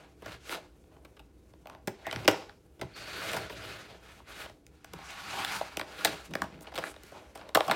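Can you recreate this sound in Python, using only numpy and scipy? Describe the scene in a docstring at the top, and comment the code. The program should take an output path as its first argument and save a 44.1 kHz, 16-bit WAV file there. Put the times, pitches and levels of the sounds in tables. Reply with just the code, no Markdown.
"""First a faint rub over a humming room, then small knocks, snaps and longer scrapes, some of them loud:
hard plastic tool packs are gripped, tilted, dropped and pushed along a wooden floor close to a phone.
Knocks and snaps are short bursts of tiny impacts; sliding is a dense stream of them, in strokes that
speed up and slow down. All ring the same boards and shell. Soft bumps, singing and rustles are shaped
noise. A small room adds its echo, and a hum and murmur stand behind."""
import sys
import numpy as np
from scipy import signal
from scipy.fft import rfft, irfft, next_fast_len
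from scipy.io import wavfile
from scipy.ndimage import uniform_filter1d

SR = 44100
rng = np.random.default_rng(int(sys.argv[2]) if len(sys.argv) > 2 else 0)


def transcribe(u):
    """Save the signal u as a 16-bit wav file named by the first command-line argument.

    u: samples, shape (n,) or (channels, n), limited to [-1, 1]; the rate is SR.
    q: integer samples, one column per channel.
    """
    v = np.clip(np.atleast_2d(u).T, -1, 1)
    q = np.round(v * 32767).astype(np.int16)
    wavfile.write(sys.argv[1], SR, q)


def ratio(d):
    """dB to gain"""
    e = np.asarray(d, float) / 20
    return 10 ** e


N = 341775  # length in samples

# Resonances of the floor boards, the hollow pack, its stiff shell and its thin edges
# [f/Hz, width/Hz, level within the group/dB]
BOARD_MODES = [(106, 11, -11), (192.7, 52, -3.5), (298, 72, -4), (373, 46.5, -1), (500, 187, 2.5)]
HOLLOW_MODES = [(608, 100, 7), (782, 110, 1.5), (909.5, 78, 0), (1035, 170, -0.5)]
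SHELL_MODES = [(1393, 346, 3), (1550, 610, 3), (2100, 380, -2), (2379, 500, 1.5), (2800, 370, -1.5),
               (3325, 560, -2), (3870, 390, -3.5), (4350, 160, -7), (4840, 260, -8.5)]
EDGE_MODES = [(5864, 2800, -0.5), (8100, 3200, -9.5), (9920, 7600, 1), (15000, 2200, -12.5)]

# Echo of the room, band by band [f/Hz, time to fade by 60 dB/s, level/dB]
ROOM_BANDS = [(150, 0.22, -6), (376, 0.3, -6.5), (1057, 0.15, -8), (2540, 0.23, -13.5), (5970, 0.48, -14),
              (13000, 0.13, -10)]
# Colour of the background murmur and hiss [f/Hz, relative level per Hz/dB]
MURMUR_COLOUR = [(18, -51.5), (30, -19), (42, -12), (64, 3), (81, -8), (165, -9.5), (233, -14.5), (311, -7),
                 (336, -14), (499, -17), (554, -33.5), (16000, -56.5)]

# Hits [t/s, shell peak level/dB, then levels against that peak: board thud/dB, hollow/dB, crackle/dB]
# pops of the buckling shell
SNAPS = [(0.26, -38.5, -6, -8, -11.5), (0.29, -50, -7, -4, -16), (0.4935, -27.5, -19, -35, -27),
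         (0.839, -58, -15, -11, -32), (0.965, -60.5, 5, 3, -33), (1.536, -53.5, -2, -10, -22),
         (1.656, -50.5, -23, 5.5, -18), (1.6708, -42.5, -15, -1, -20), (1.6978, -42.5, -29, -2.5, -20),
         (1.7487, -45.5, -15, -3, -24), (2.1111, -26, -25, -19, -33), (2.1267, -27.5, -10.5, -10.5, -16.5),
         (2.1603, -18.5, -18, -18, -36), (2.254, -32.5, -3.5, -14, -32), (2.312, -32.5, -14, -17, -10),
         (2.4936, -43, -20.5, -8, -34.5), (4.2004, -50, -1, -2, -21), (4.4602, -38, -30, -6, -41),
         (4.4966, -47.5, -5.5, -1, -19.5), (4.666, -49, -27.5, -25.5, -8), (4.845, -41, -38.5, -4.5, -13.5),
         (4.9347, -28.5, -6.5, -14.5, -12.5), (4.9882, -40.5, -13, -5.5, -18), (5.107, -52, -30, -30, -5),
         (5.447, -18.5, -45, -26, -14), (5.6113, -29.5, -18, 1.5, -34), (5.7699, -25, -13, -8, -13.5),
         (5.7945, -21, -17, -12, -24), (5.8122, -26.5, -15, -13, -27), (5.9898, -35, -33, -26, -31),
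         (6.3365, -29, -14, -16, -20), (6.353, -23.5, -8.5, -9, -16), (6.4186, -22.5, -17, -5.5, -11.5),
         (6.6084, -52, -1, 3, -6), (6.746, -49, -18, -20, -7), (6.777, -24.5, -18, -18, -21),
         (6.8385, -23, -32, -7, -36), (6.941, -42.5, -20, -13, -28), (6.963, -45.5, -9, -8, -30),
         (7.0344, -43, -7, -29, -12), (7.375, -46.5, -15, -13, -12), (7.412, -42.5, -20, -8, -40),
         (7.49, -39, -19, -9, -22), (7.5555, -18, -13.5, -6, -33), (7.5715, -31, -13, 16, -9),
         (7.6062, -21.5, -41, -3.5, -29.5), (7.667, -46, -18, -8, -12), (7.6964, -34.5, -8, 13, -24)]
# a pack or its tools landing: many contacts in a few ms
KNOCKS = [(0.221, -48, 2.5, -1, -18), (1.0482, -40, -14, -12, -16), (1.1663, -49.5, -12, -11, -23),
          (1.1932, -45, -16, -10, -18), (1.8732, -23, -5.5, -5, -13.5), (2.0668, -34.5, -4, -2.5, -12),
          (2.247, -35, -4, -12, -16.5), (2.2781, -4.5, -11.5, -9, -18.5), (2.333, -31.5, -16, -6, -28),
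          (2.355, -40, -8, -8, -30), (2.794, -48, -2, -3, -17.5), (2.813, -26.5, -11, -12, -20),
          (3.3158, -26.5, -31, -19, -19), (6.048, -9.5, -32, -16.5, -14), (6.0707, -20, -17.5, -33, -42),
          (6.3088, -48, -4, -3, -13), (6.4398, -41, -8, 3.5, -13), (6.718, -48.5, -17, 1.5, -16),
          (6.7393, -37.5, -11, -7, -28), (6.7831, -25.5, -7.5, -7.5, -15), (6.8209, -42, -25, -5, -21),
          (7.1176, -52, 4, 3, -13), (7.548, -9.5, -17, -12.5, -16.5), (7.6791, -38, -9, 10, -5),
          (7.7114, -14.5, -29, -8.5, -22)]
# the shell rocks or twists: contacts smeared into one blurred bump
CLATTERS = [(2.822, -40, 1.5, 1, -24), (3.329, -22, -16.5, -12, -20), (3.342, -33, -9, -1.5, -13),
            (3.364, -26, -17, -4, -16), (3.496, -32, -14, -10, -26), (3.52, -40, -2, -8, -28),
            (6.669, -38, -12, -5, -34), (6.755, -27.5, -22, -14, -22), (7.351, -39, -12.5, -6, -11)]
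# Some hits land where one pitch of board or shell rings most [t of the hit/s, favoured f/Hz, lift/dB]
SPOTS = [(1.0486, 2230, 3), (2.1603, 200, 14), (2.2782, 402, 5), (2.333, 800, 15), (2.356, 382, 20),
         (4.2004, 960, 17), (4.4602, 1000, 15.5), (4.9347, 970, 15.5), (4.9882, 800, 9), (5.447, 3640, 10),
         (5.6113, 980, 7), (5.7947, 877, 8), (6.353, 1500, 6.5), (6.4186, 1250, 17), (6.787, 557, 5),
         (6.8402, 1670, 16), (7.5486, 1370, 6)]

# Rubbing on the boards and in the hand, one row a stroke
# [t when fastest/s, speeding up/s, slowing down/s, shell level/dB, weight/dB]
STROKES = [(0, 0.23, 0.23, -62.5, 1.5), (0.314, 0.12, 0.093, -49, -8), (0.54, 0.13, 0.065, -40.5, -18),
           (.575, 0.13, 0.028, -52.5, 12), (.63, 0.13, 0.086, -59.5, 2), (.92, 0.054, 0.26, -76, 14),
           (1.71, 0.086, 0.15, -65, 18.5), (2.07, 0.17, 0.16, -56.5, 0), (2.15, 0.16, 0.32, -48, -1),
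           (2.965, 0.035, 1, -49.5, -12), (3.28, 0.37, 0.26, -39.5, -13), (3.36, 0.07, 0.19, -43.5, -3),
           (3.681, 0.33, 0.31, -46, -8.5), (3.92, 0.15, 0.12, -57.5, 0), (4.07, 0.11, 0.21, -54.5, -8.5),
           (4.3, 0.054, 0.12, -51.5, -8), (4.419, 0.19, 0.11, -46, -10), (4.88, .04, 0.077, -63.5, 0),
           (5.1, 0.25, 0.36, -50.5, -6), (5.4, 0.15, 0.094, -45.5, 7.5), (5.52, 0.57, 0.28, -37.5, -7.5),
           (5.84, 0.28, 0.26, -61.5, 12.5), (6.07, 0.27, 0.24, -41.5, -9.5), (6.255, .025, 0.03, -55, -28),
           (6.392, 0.13, 0.28, -55, 2), (6.64, 0.096, 0.42, -62, 2), (6.869, 0.18, 0.093, -48.5, -3),
           (7.08, 0.29, 0.29, -58.5, -10), (7.145, 0.021, 0.25, -60.5, 11.5),
           (7.22, 0.24, 0.28, -64.5, -15), (7.39, 0.081, 0.099, -61.5, -16),
           (7.46, 0.15, 0.13, -59.5, 10.5), (7.639, .06, 0.2, -49.5, -10), (7.735, 0.16, .1, -41, -1)]
# A hand squeezes the shell [start t/s, end t/s]
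GRIPS = [(.23, .35), (.5, .56), (6.52, 6.92), (7.35, 7.44)]
# Colour of the wider second pack when rubbed [f/Hz, level/dB]
SECOND_PACK_COLOUR = [(100, 2), (300, -5), (520, -18.5), (800, 4), (1300, 0), (3000, -1.5), (7000, 4.5),
                      (14000, -8.5)]
# Colour of the narrow pack pushed flat under three fingers [f/Hz, level/dB]
PUSHED_COLOUR = [(100, 14), (200, 2.5), (600, 1.5), (900, -3), (1460, 1), (2000, 0.5), (4400, 1.5),
                 (11000, -2)]

# Singing edges and short high rustles [start t/s, length/s, f/Hz, width/Hz, level/dB]
SINGING_AND_RUSTLES = [(2.05, 0.06, 1930, 340, -41), (2.94, 0.282, 4440, 300, -53),
                       (4.93, 0.55, 1100, 870, -52.5), (6.84, 0.084, 8400, 4300, -53.5),
                       (6.62, 0.013, 10000, 7200, -50.5), (3.5, 0.041, 14000, 9800, -59.5)]
# Soft low bumps of hand or card on the boards [t of the middle/s, rise and again fall/s, f/Hz, level/dB]
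SOFT_BUMPS = [(0.308, 0.13, 107, -52), (2.187, 0.078, 104, -43), (2.843, 0.046, 98.26, -43),
              (3.41, 0.14, 98.9, -49.5), (4.977, 0.11, 150, -52.5), (6.11, 0.084, 169, -48),
              (6.334, 0.075, 196, -44.5), (6.431, 0.03, 180, -40), (6.533, 0.15, 200, -51),
              (7.711, 0.051, 191, -39)]

TOP_HZ = 15900  # upper end of the sound


def unit(x):
    """Scale to an rms (average strength) of 1."""
    return x / np.sqrt(np.mean(x ** 2))


def ring(x, hz, width):
    """A resonance that keeps the energy of a click."""
    b, a = signal.iirpeak(hz, hz / width, fs=SR)
    return signal.lfilter(b, a, x) * np.sqrt(SR / (np.pi * width))


def dull(x, hz):
    """A mode takes up little of a click far from its own pitch."""
    band = [hz / 4, min(hz, SR / 2.5)]
    b, a = signal.butter(1, band, "band", fs=SR)
    return signal.lfilter(b, a, x)


def walk(rate):
    """Random levels, a new one every 1 / rate s with a glide between them; rms 1."""
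    hold = int(SR / rate)
    levels = np.repeat(rng.standard_normal(N // hold + 1), hold)
    return unit(uniform_filter1d(levels, hold)[:N])


def shares(modes):
    """Turn each mode's level into its part of the group's power."""
    total = np.sqrt(sum(ratio(db) ** 2 for _, _, db in modes))
    return [(hz, width, ratio(db) / total) for hz, width, db in modes]


def quiet():
    """Wavering murmur of the house with faint microphone hiss, plus a steady low band of hum."""
    murmur_db, waver_db = -60, 0.93
    hum_hz, hum_width_hz, hum_db = 58.3, 29, -62.5
    size = next_fast_len(N)
    hz = np.arange(1, size // 2 + 2) * SR / size
    colour_hz, colour_db = np.transpose(MURMUR_COLOUR)
    colour = ratio(np.interp(np.log(hz), np.log(colour_hz), colour_db))
    noise = irfft(rfft(rng.standard_normal(size)) * colour, size)[:N]
    murmur = ratio(murmur_db + waver_db * walk(2.4)) * unit(noise)
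    hum = dull(ring(rng.standard_normal(N), hum_hz, hum_width_hz), 2 * hum_hz)
    return murmur + ratio(hum_db) * unit(hum)


def room(x, first_s=0.0023):
    """Walls send back a dense tail of noise; each band fades at its own pace."""
    t = np.arange(SR // 2) / SR
    tail = 0
    for hz, t60, db in ROOM_BANDS:
        echo = ring(rng.standard_normal(len(t)), hz, hz * 0.71)
        echo = echo * ratio(-60 * t / t60) * (t > first_s)
        echo = echo / np.sqrt(np.sum(echo ** 2))
        tail = tail + ratio(db) * echo * np.sqrt(hz / SR * 2)
    return signal.fftconvolve(x, tail)[:N]


def bumps(width=0.52):
    """A short soft shove of noise into one low board mode; width is a share of its pitch."""
    t = np.arange(N) / SR
    out = 0
    for s, side_s, hz, db in SOFT_BUMPS:
        shove = np.cos(np.pi * np.clip((t - s) / side_s, -1, 1) / 2) ** 2
        thud = dull(ring(rng.standard_normal(N), hz, width * hz), 2 * hz)
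        out = out + ratio(db) * shove * unit(thud)
    return out


def singing_and_rustles(fade_s=0.017):
    """Shaped bands of noise, from narrow singing to wide rustle."""
    t = np.arange(N) / SR
    out = 0
    for start, length, hz, width, db in SINGING_AND_RUSTLES:
        on = np.clip(np.minimum(t - start, start + length - t) / fade_s + .5, 0, 1)
        noise = ratio(db) * on * rng.standard_normal(N)
        band = ring(ring(noise, hz, width), hz, 2 * width)
        out = out + band * np.sqrt(width / SR * 2 * np.pi)
    return out


def tint_db(hz):
    """Colour of whichever pack is sliding, for one mode."""
    t = np.arange(N) / SR
    packs = (
        (4.75, 5.76, SECOND_PACK_COLOUR),  # start s, end s: the wider pack is dragged in
        (2.9, 3.95, PUSHED_COLOUR),
    )
    total_db = 0
    for start, end, colour in packs:
        colour_hz, colour_db = np.transpose(colour)
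        lift_db = np.interp(np.log(hz), np.log(colour_hz), colour_db)
        total_db = total_db + ((t > start) & (t < end)) * lift_db
    return total_db


def stroke_effort():
    """Each stroke's level swells to its fastest moment and sinks; after a knock the tools rattle on."""
    step = 64  # samples between points of the curve
    foot_db, roundness = -24, 1.49  # level at both ends of a stroke; 1 = pointed, 2 = rounded
    rattle_fall_s, rattle_db, rattle_weight_db = 0.22, -37, 3.6  # rattle_db is against the knock
    t = np.arange(0, N, step) / SR
    rattles = [(knock[0] + 0.0031, .008, rattle_fall_s, knock[1] + rattle_db, rattle_weight_db)
               for knock in KNOCKS]
    s, rise, fall, shell_db, weight_db = np.transpose(STROKES + rattles)[:, :, None]
    away = np.where(t < s, (s - t) / rise, (t - s) / fall)
    effort_db = shell_db + foot_db * away ** roundness
    return t, effort_db, shell_db, weight_db


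def crease_ticks(ticks_per_s=320, tick_db=38.0):
    """Under the fingers, creases of the shell give way with small ticks."""
    at = np.arange(N)
    held = sum((at > start * SR) & (at < end * SR) for start, end in GRIPS)
    ticks = held * rng.random(N) * (rng.random(N) < ticks_per_s / SR)
    return ratio(tick_db) * uniform_filter1d(ticks, size=60)


def slide(grit_db=2.5, judder_db=1.4, uneven_db=0.2, patchy_db=1.9):
    """Edges catch on the grain of the wood in a dense stream, varying in its own way for each mode."""
    # a stroke that bears down rings board and hollow and muffles the hiss:
    # (dB against the shell, dB per dB of weight, dB at rest)
    groups = (
        (BOARD_MODES, -2.5, 0.57, -67.5),
        (HOLLOW_MODES, 0, 0.74, -81),
        (SHELL_MODES, 0, 0, -77.5),
        (EDGE_MODES, -12.5, -0.43, -77.5),
    )
    # the hiss grows more slowly than the shell: dB per dB, counted from this level
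    hiss_follows, hiss_even_db = 0.78, -41.5
    hiss_dulls = 0.4  # the top of the hiss fades first as a stroke slows: dB per dB and octave
    t, effort_db, shell_db, weight_db = stroke_effort()
    catches_db = grit_db * np.minimum(rng.exponential(size=N), 6)
    grit = unit(ratio(catches_db + judder_db * walk(70) + uneven_db * walk(25)))
    creases = crease_ticks()
    pushes = []
    for modes, db, per_weight, rest_db in groups:
        is_edge = modes is EDGE_MODES
        driven_db = effort_db + is_edge * (hiss_follows - 1) * (shell_db - hiss_even_db)
        rubbing = grit + (not is_edge) * creases
        for hz, width, share in shares(modes):
            octaves = np.log2(hz / EDGE_MODES[0][0])
            dulled_db = is_edge * hiss_dulls * octaves * (effort_db - hiss_even_db)
            stroke_db = driven_db + dulled_db + db + per_weight * weight_db
            power = np.sum(ratio(stroke_db) ** 2, axis=0) + ratio(rest_db) ** 2
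            push = rubbing * np.interp(np.arange(N) / SR, t, np.sqrt(power))
            patches = ratio(patchy_db * walk(25) + tint_db(hz))
            pushes.append(share * push * rng.standard_normal(N) * patches)
    return np.array(pushes)


def spot_db(s, hz):
    """Lift of one mode for each hit, from where the hit lands."""
    width_octaves, rest_share = 0.37, 0.51  # width of the lift; the share of it other pitches lose
    at, favoured, lift_db = np.transpose(SPOTS)[:, :, None]
    near = np.abs(s - at) < 1 / 200
    bell = np.exp(-(np.log2(hz / favoured) / width_octaves) ** 2)
    return np.sum(near * lift_db * (bell - rest_share), axis=0)


def hits(table, ms, count, bunched, scatter_db=4.5, place_db=3.0, spread=.04, soften=0.01, fading_db=1.5):
    """A burst of small impacts that softens; where it lands sets how much each mode rings."""
    shell_ring_db = -10  # ring of the shell under the peak of a hit
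    heard_s = .008  # a hit's energy counts over this time
    s, peak_db, board_db, hollow_db, edge_db = np.transpose(table)
    late = rng.random((len(s), count)) ** bunched * ms / 1000
    late -= late.min(axis=1, keepdims=True)
    size = rng.standard_normal((len(s), 2, count))
    force_db = scatter_db * size[:, 0] - fading_db * late * 1000 / ms
    force = ratio(force_db) * np.sign(size[:, 1])
    groups = ((BOARD_MODES, board_db), (HOLLOW_MODES, hollow_db),
              (SHELL_MODES, shell_ring_db), (EDGE_MODES, edge_db))
    pushes = []
    for modes, db in groups:
        for hz, width, share in shares(modes):
            place = rng.standard_normal(len(s))
            gain = share * ratio(peak_db + db + place_db * place + spot_db(s, hz))
            gain *= (-1) ** len(pushes)  # neighbouring modes push opposite ways
            # later contacts are softer and carry less treble
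            felt = force * np.exp(-soften * late * hz)
            # a slow mode feels the burst more as one blow, a quick one feels the contacts apart
            blow = np.abs(np.sum(felt * np.exp(2j * np.pi * hz * late), axis=1)) ** 2
            apart = np.sum(felt ** 2, axis=1)
            quick = np.clip(width * ms / 3000, .3, 1)
            gain *= np.sqrt(heard_s * SR / (quick * apart + (1 - quick) * blow))
            # bending waves: low tones travel slower and arrive later
            travel = spread * (hz ** -.5 - TOP_HZ ** -.5)
            at = np.clip((s[:, None] + late + travel) * SR, 0, N - 1).astype(int).ravel()
            pushes.append(np.bincount(at, (felt * gain[:, None]).ravel(), N))
    return np.array(pushes)


def scene():
    """Packs, room and hum at one microphone."""
    pushes = slide()
    pushes = pushes + hits(SNAPS, ms=2.6, count=8, bunched=1.6)
    pushes = pushes + hits(KNOCKS, ms=11.0, count=60, bunched=1.7)
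    pushes = pushes + hits(CLATTERS, ms=15.0, count=90, bunched=0.85, soften=.004, fading_db=10.0)
    modes = BOARD_MODES + HOLLOW_MODES + SHELL_MODES + EDGE_MODES
    packs = singing_and_rustles() + bumps()
    for push, (hz, width, _) in zip(pushes, modes):
        packs = packs + dull(ring(push, hz, width), 2 * hz)
    return (packs + room(packs) + quiet())[None]


def band_limit(x):
    """A steep low-pass at the top of the band."""
    return signal.sosfilt(signal.butter(12, 17000, fs=SR, output="sos"), x)


def record(dry):
    """The phone rounds the loudest peaks, then trims the lowest bass and the top."""
    ceiling = 1  # loud peaks round off towards this
    rounded = ceiling * np.tanh(dry / ceiling)
    no_rumble = signal.sosfilt(signal.butter(2, 45, "high", fs=SR, output="sos"), rounded)
    mix = signal.sosfilt(signal.ellip(6, .3, 40, TOP_HZ, fs=SR, output="sos"), no_rumble)
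    return band_limit(mix)


dry = scene()
out = record(dry)
transcribe(out)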